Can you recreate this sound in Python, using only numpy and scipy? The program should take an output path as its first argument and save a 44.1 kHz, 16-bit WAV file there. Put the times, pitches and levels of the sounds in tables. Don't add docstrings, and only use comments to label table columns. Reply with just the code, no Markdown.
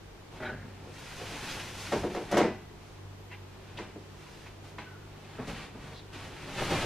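import sys
import numpy as np
from scipy import signal
from scipy.fft import rfft, irfft, next_fast_len
from scipy.io import wavfile
from scipy.ndimage import uniform_filter1d

SR = 44100
rng = np.random.default_rng(int(sys.argv[2]) if len(sys.argv) > 2 else 0)


def dump(signal):
    limited = np.clip(np.atleast_2d(signal).T, -1, 1)
    pcm = np.round(limited * 32767).astype(np.int16)
    wavfile.write(sys.argv[1], SR, pcm)


N = 302085
TIME = np.arange(N) / SR
RING_TIME = TIME[:SR]

# [f/Hz, level/dB]
WIDTH = [(60, -68), (200, -30), (600, -19.5), (2400, -19.5), (4400, -6.5), (8000, 0), (13000, 10.5)]


def from_db(db):
    return 10 ** (np.asarray(db) / 20)


def rms_one(x):
    return x / np.sqrt(np.mean(x ** 2) + 1e-20)


def energy_one(x):
    return x / np.sqrt(np.sum(x ** 2) + 1e-20)


def at_hz(points, hz):
    known_hz, values = np.transpose(points)
    return np.interp(np.log(np.maximum(hz, 1)), np.log(known_hz), values)


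def coloured(x, spectrum):
    size = next_fast_len(len(x) + SR // 10)
    hz = np.arange(size // 2 + 1) * SR / size
    gain = from_db(at_hz(spectrum, hz))
    return irfft(rfft(x, size) * gain, size)[:len(x)]


def evened(x, spectrum=((20, 0), (20000, 0))):
    bins = rfft(x, 2 * len(x))
    hz = np.arange(len(bins)) * SR / (2 * len(x))
    excess = np.abs(bins / from_db(at_hz(spectrum, hz))) ** 2
    broad = uniform_filter1d(excess, int(140 / hz[1]))
    level = irfft(bins / np.sqrt(np.abs(broad) + 1e-12))
    return energy_one(level[:len(x)])


def drift(rate):
    knots = rng.standard_normal(2000)
    return rms_one(np.interp(TIME * rate, np.arange(len(knots)), knots))


def stereo(mid, side, width):
    return mid + coloured(side, width) * np.array([[1], [-1]])


def mattress():
    # [f/Hz, level per Hz/dB]
    weave = [(200, 3), (500, -23), (900, 0.5), (1500, 2), (2600, 2.5), (4000, -4), (6000, -14),
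             (9000, -19.5), (14000, -40)]
    swish_colour = [(3000, 6.5), (6000, 6.5), (8000, -1), (10000, -2.5), (13000, -9), (15000, -30)]
    drag_colour = [(60, -5), (140, 3.5), (290, -0.5), (500, -4), (800, -6.5), (1500, -16), (4000, -46)]
    rub, swish, drag = rubbing()
    rub_noise = friction(weave, grains_per_s=500, grain_db=-10, flutter_db=1.3, side_db=2.0, wall_db=-16.0)
    swish_noise = friction(swish_colour, grains_per_s=480, grain_db=-6.0, flutter_db=0.75,
                           side_db=-4.0, wall_db=-16.5)
    drag_noise = friction(drag_colour, grains_per_s=170, grain_db=-6.5, flutter_db=1.16,
                          side_db=0.0, wall_db=-14.0)
    return rub * rub_noise + swish * swish_noise + drag * drag_noise


def rubbing():
    # [t/s, level/dB]
    lift = [(0.8, -74), (0.948, -56.5), (1.19, -51), (1.562, -45.5), (1.706, -50.5), (1.954, -48.5),
            (2.098, -56.5), (2.152, -52), (2.28, -57)]
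    pull = [(6.42, -58), (6.626, -39.5), (6.688, -40), (6.712, -36.5), (6.77, -38.5), (6.84, -40)]
    # [start/s, attack/s, hold/s, rub level/dB, swish over the rub/dB, drag over the rub/dB]
    strokes = [(0.307, 0.021, 0.11, -56.5, -8.5, 7), (0.49, 0.082, 0.45, -63, -21, 6),
               (1.165, 0.026, 0.26, -50, -17, 1), (1.71, 0.078, 0.23, -61.5, 10.5, -16),
               (2.285, 0.063, 0.037, -41.5, -9.5, 0.5), (2.782, 0.055, 0.084, -66.5, 1.5, -6),
               (3.52, 0.3, .02, -55, -16, 4), (4.02, 0.25, 0.19, -58.5, -2, -1),
               (4.62, 0.031, 0.038, -59, -1.5, 6.5), (5.094, 0.26, .08, -53, -22, 2.5),
               (5.468, 0.01, 0.0089, -48, -2.5, 7), (5.473, 0.028, 0.13, -46, -20, -1),
               (5.765, 0.068, 0.098, -53, -11, 2.5), (6.123, 0.011, 0.086, -48, -10, -3),
               (6.206, 0.03, 0.059, -52, -8, 4), (6.31, 0.037, 0.13, -52, -11, -2.5)]
    swell_db = 11
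    lift_mix, pull_mix = (2.4, -0.03, 0.17), (3, -5.5, 4.6)
    moves = []
    for curve, mix in ((lift, lift_mix), (pull, pull_mix)):
        s, db = np.transpose(curve)
        moves.append((np.interp(TIME, s, db) + fade_outside(s[0], s[-1]), mix))
    for s, attack_s, hold_s, db, swish_db, drag_db in strokes:
        swell = np.interp(TIME, [s, s + attack_s], [-swell_db, 0])
        fade = fade_outside(s, s + attack_s + hold_s)
        moves.append((db + swell + fade, (0, swish_db, drag_db)))
    return np.sqrt(sum(np.outer(from_db(mix) ** 2, from_db(db) ** 2) for db, mix in moves))


def fade_outside(start_s, end_s):
    release_db_per_s = 137
    return -release_db_per_s * np.abs(TIME - np.clip(TIME, start_s, end_s))


def friction(spectrum, grains_per_s, grain_db, flutter_db, side_db, wall_db):
    chance = grains_per_s * from_db(4 * drift(25)) / SR
    snaps = (rng.random(N) < chance) * rng.standard_normal(N)
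    bursts = rng.standard_normal((2, SR // 20)) * np.exp(-TIME[:SR // 20] / 0.0042)
    channels = []
    for burst in bursts:
        grains = rms_one(signal.fftconvolve(snaps, burst)[:N])
        rubbed = rng.standard_normal(N) + from_db(grain_db) * grains
        channels.append(rms_one(coloured(reflected(rubbed, wall_db), spectrum)))
    mid, side = channels
    return stereo(mid, from_db(side_db) * side, WIDTH) * from_db(flutter_db * drift(40))


def reflected(x, wall_db):
    count, path_sway_s = 5, 0.000297
    lags, signs = rng.uniform(.002, .014, count), rng.choice([-1, 1], count)
    copies = 0
    for lag, sign in zip(lags, signs):
        copies = copies + sign * np.interp(TIME - lag - path_sway_s * drift(2), TIME, x)
    return x + from_db(wall_db) * copies


def slats():
    # [t/s, level/dB, brightness f/Hz, press time/s]
    knocks = [(.852, -47, 150, 0.0067), (1.195, -43.5, 600, 0.007), (1.3, -44.5, 90, 0.0067),
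              (1.918, -26, 4000, 0.0042), (2.029, -32, 1200, 0.0063), (2.097, -43, 600, 0.0028),
              (2.146, -34, 2770, 0.0018), (2.161, -35.5, 2275, 0.003), (2.205, -43, 1200, 0.0053),
              (2.309, -33.5, 600, 0.0041), (2.321, -27, 1800, 0.0029), (2.337, -26, 2200, .005),
              (2.365, -21.5, 2800, .0045), (2.398, -25, 2300, .006), (2.432, -29.5, 900, 0.0046),
              (3.784, -41, 4500, 0.0014), (6.577, -44.5, 500, 0.005), (6.704, -35.5, 3500, 0.007),
              (6.822, -32.5, 150, .007)]
    # [f/Hz, level/dB, time to fall 60 dB/s]
    slat_modes = [(302, 4, 0.18), (349.3, 0.5, 0.29), (371.5, 2, 0.31), (428.3, 2, 0.33), (469, -4, 0.38),
                  (500, 0, 0.19), (590, -0.5, 0.28), (623, -3, 0.36), (719, -4, 0.25), (800, -5, 0.24),
                  (909, -1, 0.27), (1017, -7, .18), (1118, -7, 0.14), (1563, -8.5, 0.24),
                  (1865, -7.5, 0.28), (2170, -10, 0.23)]
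    # [f/Hz, level per Hz/dB]
    wood = [(50, -13), (110, -10), (170, -6), (260, 0), (370, 8.5), (470, 4), (640, 2.5), (880, 0),
            (1200, -5.5), (2100, -9), (3800, -16), (6000, -18.5), (8000, -24), (13000, -46), (16000, -57)]
    return body(blows(knocks, wood), slat_modes, wood, crack_t60=0.08, modes_db=-2.5, room_db=0.0, side_db=0.5)


def frame():
    # [t/s, level/dB, brightness f/Hz, press time/s]
    thuds = [(1.919, -34.5, 900, 0.0024), (1.952, -35.5, 300, 0.0048), (2.034, -33.5, 600, 0.0028),
             (2.095, -38.5, 400, .003), (2.15, -39, 490, 0.0034), (2.2, -42, 395, .004),
             (2.33, -29, 400, 0.006), (2.372, -27, 600, 0.0035), (2.408, -28, 800, 0.00332),
             (2.441, -33.5, 1200, 0.00298), (3.785, -46.5, 400, 0.0013), (3.802, -45.5, 700, 0.0013),
             (3.955, -42.5, 1500, 0.0019), (4.783, -48, 400, .002)]
    # [f/Hz, level/dB, time to fall 60 dB/s]
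    frame_modes = [(179.4, -4.5, .24), (209, -2, 0.23), (229, -3, .18), (289, -3, 0.16), (322, 0.5, 0.21),
                   (385, 1.5, 0.2)]
    # [f/Hz, level per Hz/dB]
    frame_colour = [(60, -21), (130, -4), (220, 2), (400, 4.5), (600, -4.5), (1500, -24), (14000, -70)]
    return body(blows(thuds, frame_colour), frame_modes, frame_colour,
                crack_t60=0.05, modes_db=-2.0, room_db=-3, side_db=-3.0)


def holders():
    # [t/s, level/dB, brightness f/Hz, press time/s]
    clacks = [(2.3125, -45.5, 14000, .0015), (2.367, -38, 8900, .005)]
    # [f/Hz, level/dB, time to fall 60 dB/s]
    holder_modes = [(2960, 3, 0.12), (4300, -14, .1), (5100, -2, 0.09), (5800, 2, 0.12), (6260, 1, 0.13)]
    # [f/Hz, level per Hz/dB]
    holder = [(300, -30), (1500, -6), (3000, 1), (4500, -2), (6000, 2), (8000, -6.5), (13000, -10.5),
              (16000, -46)]
    return body(blows(clacks, holder), holder_modes, holder,
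                crack_t60=0.06, modes_db=-5, room_db=-1.0, side_db=-4.0)


def joints():
    # [t/s, level/dB, brightness f/Hz, press time/s]
    ticks = [(3.314, -51, 7140, 0.0014), (3.785, -42.5, 7000, 0.0012), (4.262, -56, 12000, 0.0014),
             (4.461, -53, 3500, 0.00152), (4.782, -41, 4470, 0.0019)]
    # [f/Hz, level/dB, time to fall 60 dB/s]
    joint_modes = [(820, -4.5, 0.19), (987, 2.5, 0.15), (1540, -6, 0.18), (2100, 0.5, 0.084),
                   (3000, -22, 0.087), (4000, -12, 0.12), (4440, -18, .09)]
    # [f/Hz, level per Hz/dB]
    joint = [(100, -29), (400, 0.5), (1000, 1), (2500, 2), (4200, -10.5), (7000, -19), (14000, -51)]
    return body(blows(ticks, joint), joint_modes, joint, crack_t60=0.035, modes_db=-2.5, room_db=5.0, side_db=3)


def creak():
    # [f/Hz, level/dB, time to fall 60 dB/s]
    rail_modes = [(222, 7, 0.15), (383, 7, 0.12), (490, 4, .12), (621, 5.5, 0.18), (771, 3.5, .15),
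                  (882, 5.5, 0.14), (1180, -1, .09), (1496, 10, 0.12), (1700, 0, 0.12), (2210, 3, 0.099),
                  (2480, -4, 0.071)]
    # [f/Hz, level per Hz/dB]
    rail = [(100, -12), (210, 4), (330, 2), (900, -6), (1100, -4), (1600, 3.5), (2400, -10), (4000, -19),
            (5000, -27), (14000, -49)]
    start_s, hold_s, level_db, fade_db_per_s = .401, 0.091, -39, 300
    slips_per_s, slowing_s = 260, .16
    jolt_db, jolt_s = 6, .0035
    soft_hz, load_s = 1400, 0.025
    age = np.maximum(TIME - start_s, 0)
    rate = slips_per_s * np.exp(-age / slowing_s)
    fade_db = fade_db_per_s * np.maximum(age - hold_s, 0)
    db = level_db - fade_db + jolt_db * np.exp(-age / jolt_s)
    turns = np.cumsum((age > 0) * rate * from_db(3.3 * drift(150))) / SR
    slips = np.diff(np.ceil(turns), prepend=0)
    slips = slips * np.sqrt(SR / rate) * from_db(db + 2.0 * drift(119.9))
    soft = signal.lfilter(*signal.butter(1, soft_hz, fs=SR), slips)
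    force = soft + np.minimum(age / load_s, 1) * (slips - soft)
    return body(force, rail_modes, rail, crack_t60=0.046, modes_db=1.5, room_db=0.5, side_db=-2.0)


def squeaks(break_db):
    # [middle t/s, spread/s, level/dB, f/Hz, width f/Hz]
    rough_notes = [(0.466, 0.025, -45, 1580, 350), (.462, .022, -49.5, 2240, 380),
                   (0.45, .024, -54, 3190, 170), (.462, .026, -57.5, 3880, 220),
                   (.63, 0.067, -60.5, 1690, 600), (1.515, 0.015, -47, 3400, 2600),
                   (1.606, .014, -46, 2420, 1600), (1.824, 0.025, -49.5, 4740, 3200),
                   (2.111, .01, -49.5, 2300, 1500), (2.432, .03, -42, 2050, 600),
                   (3.334, 0.018, -50, 2330, 890), (3.778, 0.0045, -42.5, 3000, 1600),
                   (4.471, .009, -53, 2430, 1100), (5.977, 0.031, -55, 3770, 1300)]
    out, slips, fits = 0, rng.standard_normal((2, N)), from_db(break_db * drift(70))
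    for s, spread_s, db, hz, width_hz in rough_notes:
        band = [hz - width_hz / 2, hz + width_hz / 2]
        resonance = signal.butter(2, band, "band", fs=SR, output="sos")
        level = from_db(db) * np.exp(-((TIME - s) / spread_s) ** 2 / 2)
        out = out + level * rms_one(signal.sosfilt(resonance, slips))
    return stereo(*(out * fits), WIDTH)


def singing(flutter_db, side_db):
    # [t/s, level/dB, f/Hz, time to fall 60 dB/s, pitch waver/share of f]
    tones = [(.448, -41, 1540, 0.092, .035), (.485, -37, 1505, 0.16, .014), (.563, -46, 1540, .1, .03),
             (2.38, -42.5, 1992, 0.63, 0.0064), (4.86, -52, 1480, 0.68, .035)]
    rise_s = 0.011
    out = 0
    for s, db, hz, t60, waver in tones:
        age = np.maximum(TIME - s, 0)
        phase = 2 * np.pi * hz * np.cumsum(1 + waver * drift(250)) / SR
        level = np.minimum(age / rise_s, 1) * from_db(db - 60 * age / t60)
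        mid_and_side = np.array([np.sin(phase), from_db(side_db) * np.cos(phase)])
        out = out + level * np.sqrt(2) * mid_and_side
    return stereo(*(out * from_db(flutter_db * drift(110))), WIDTH)


def feet():
    # [t/s, level/dB, brightness f/Hz, press time/s]
    steps = [(.4, -42, 900, 0.0016), (.513, -40.5, 300, 0.0034), (.64, -48, 200, 0.00256),
             (1.93, -32.5, 200, 0.008), (5.378, -34.5, 850, 0.0096), (5.479, -43.5, 406, 0.0074),
             (5.746, -42, 400, 0.003)]
    # [f/Hz, level/dB, time to fall 60 dB/s]
    floor_modes = [(135, -5, 0.15), (183, 0, 0.16), (219.3, -6, 0.71), (265, 3.5, 0.1), (384, -6.5, 0.1),
                   (430, 3, 0.13)]
    # [f/Hz, level per Hz/dB]
    boards = [(40, 2), (160, 8.5), (400, -1.5), (900, -1), (2500, -6.5), (6000, -55), (14000, -40)]
    return body(blows(steps, boards), floor_modes, boards,
                crack_t60=0.052, modes_db=-2.0, room_db=4.0, side_db=-5)


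def blows(rows, spectrum):
    force, t = np.zeros(N + SR), TIME[:SR // 10]
    part = energy_one(coloured(signal.unit_impulse(1024, 512), spectrum))
    for s, db, bright_hz, press_s in rows:
        hits = rng.standard_normal(len(t)) * (rng.random(len(t)) < 2500 / SR)
        contacts = energy_one(hits * t * np.exp(-t / press_s))
        contacts[int(press_s * SR)] += .65
        soft = signal.lfilter(*signal.butter(1, bright_hz, fs=SR), evened(contacts))
        energy = np.sum(signal.fftconvolve(soft, part) ** 2)
        force[int(s * SR):][:len(t)] += soft * from_db(db) * np.sqrt(SR / 30 / energy)
    return force[:N]


def body(force, modes, spectrum, crack_t60, modes_db, room_db, side_db):
    noise = coloured(rng.standard_normal(SR), spectrum)
    crack = energy_one(noise * from_db(-60 * RING_TIME / crack_t60))
    ring = 0
    for k, (hz, db, t60) in enumerate(modes):
        dying = from_db(db - 60 * RING_TIME / t60)
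        ring = ring + (-1) ** k * dying * np.sin(2 * np.pi * hz * RING_TIME)
    dense = evened(crack + from_db(room_db) * room_tail(spectrum), spectrum)
    mid = energy_one(dense + from_db(modes_db) * energy_one(ring))
    side = from_db(side_db) * room_tail(spectrum)
    heard = [signal.fftconvolve(force, response)[:N] for response in (mid, side)]
    return stereo(*heard, WIDTH)


def room_tail(spectrum):
    # [f/Hz, time to fall 60 dB/s]
    room_t60 = [(100, 0.74), (350, 0.34), (1000, 0.37), (2200, 0.5), (5000, 0.4), (12000, 0.033)]
    white, out = rng.standard_normal((2, SR)), 0
    edges = np.geomspace(40, 16000, 19)
    for k, band in enumerate(zip(edges, edges[1:])):
        hz = np.sqrt(band[0] * band[1])
        noise = signal.sosfilt(signal.butter(2, band, "band", fs=SR, output="sos"), white[k % 2])
        dying = noise * from_db(-60 * RING_TIME / at_hz(room_t60, hz))
        out = out + energy_one(dying) * np.sqrt(hz) * from_db(at_hz(spectrum, hz))
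    return energy_one(out * (1 - np.exp(-RING_TIME / 0.00077)))


def still_room(air_db, hum_db, waver_db):
    # [f/Hz, level per Hz/dB]
    air = [(20, -10.5), (42, -3.5), (60, -4), (78, -11), (100, -4), (125, -13), (160, -9.5), (250, -11.5),
           (390, -8), (540, -15.5), (850, -15.5), (1500, -21.5), (3000, -26), (6000, -33), (14000, -46)]
    # [f/Hz, level/dB]
    air_width = [(60, -32), (110, -13.5), (200, -4), (400, -4.5), (2000, -2), (5000, 1)]
    # [f/Hz, level/dB]
    hum_tones = [(48.4, -61.5), (97.2, -51.5), (148, -56.5), (195, -62.5), (13010, -83)]
    mid, side = [rms_one(coloured(noise, air)) for noise in rng.standard_normal((2, N))]
    hum = 0
    for hz, db in hum_tones:
        level = from_db(db + hum_db + waver_db * drift(5.6))
        hum = hum + level * np.sqrt(2) * np.sin(2 * np.pi * hz * TIME + .5 * drift(5))
    return from_db(air_db) * stereo(mid, side, air_width) + hum


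def scene():
    struck = slats() + frame() + holders() + joints() + feet()
    rubbed = mattress() + creak() + squeaks(break_db=2.0) + singing(flutter_db=3.0, side_db=0)
    moving = (struck + rubbed) * from_db([[.15], [-.15]])
    return moving + still_room(air_db=-52.0, hum_db=-2.5, waver_db=3.0)


def record(dry):
    cutoff_hz = 15200
    return signal.sosfilt(signal.ellip(10, .2, 80, cutoff_hz, fs=SR, output="sos"), dry)


dry = scene()
out = record(dry)
dump(out)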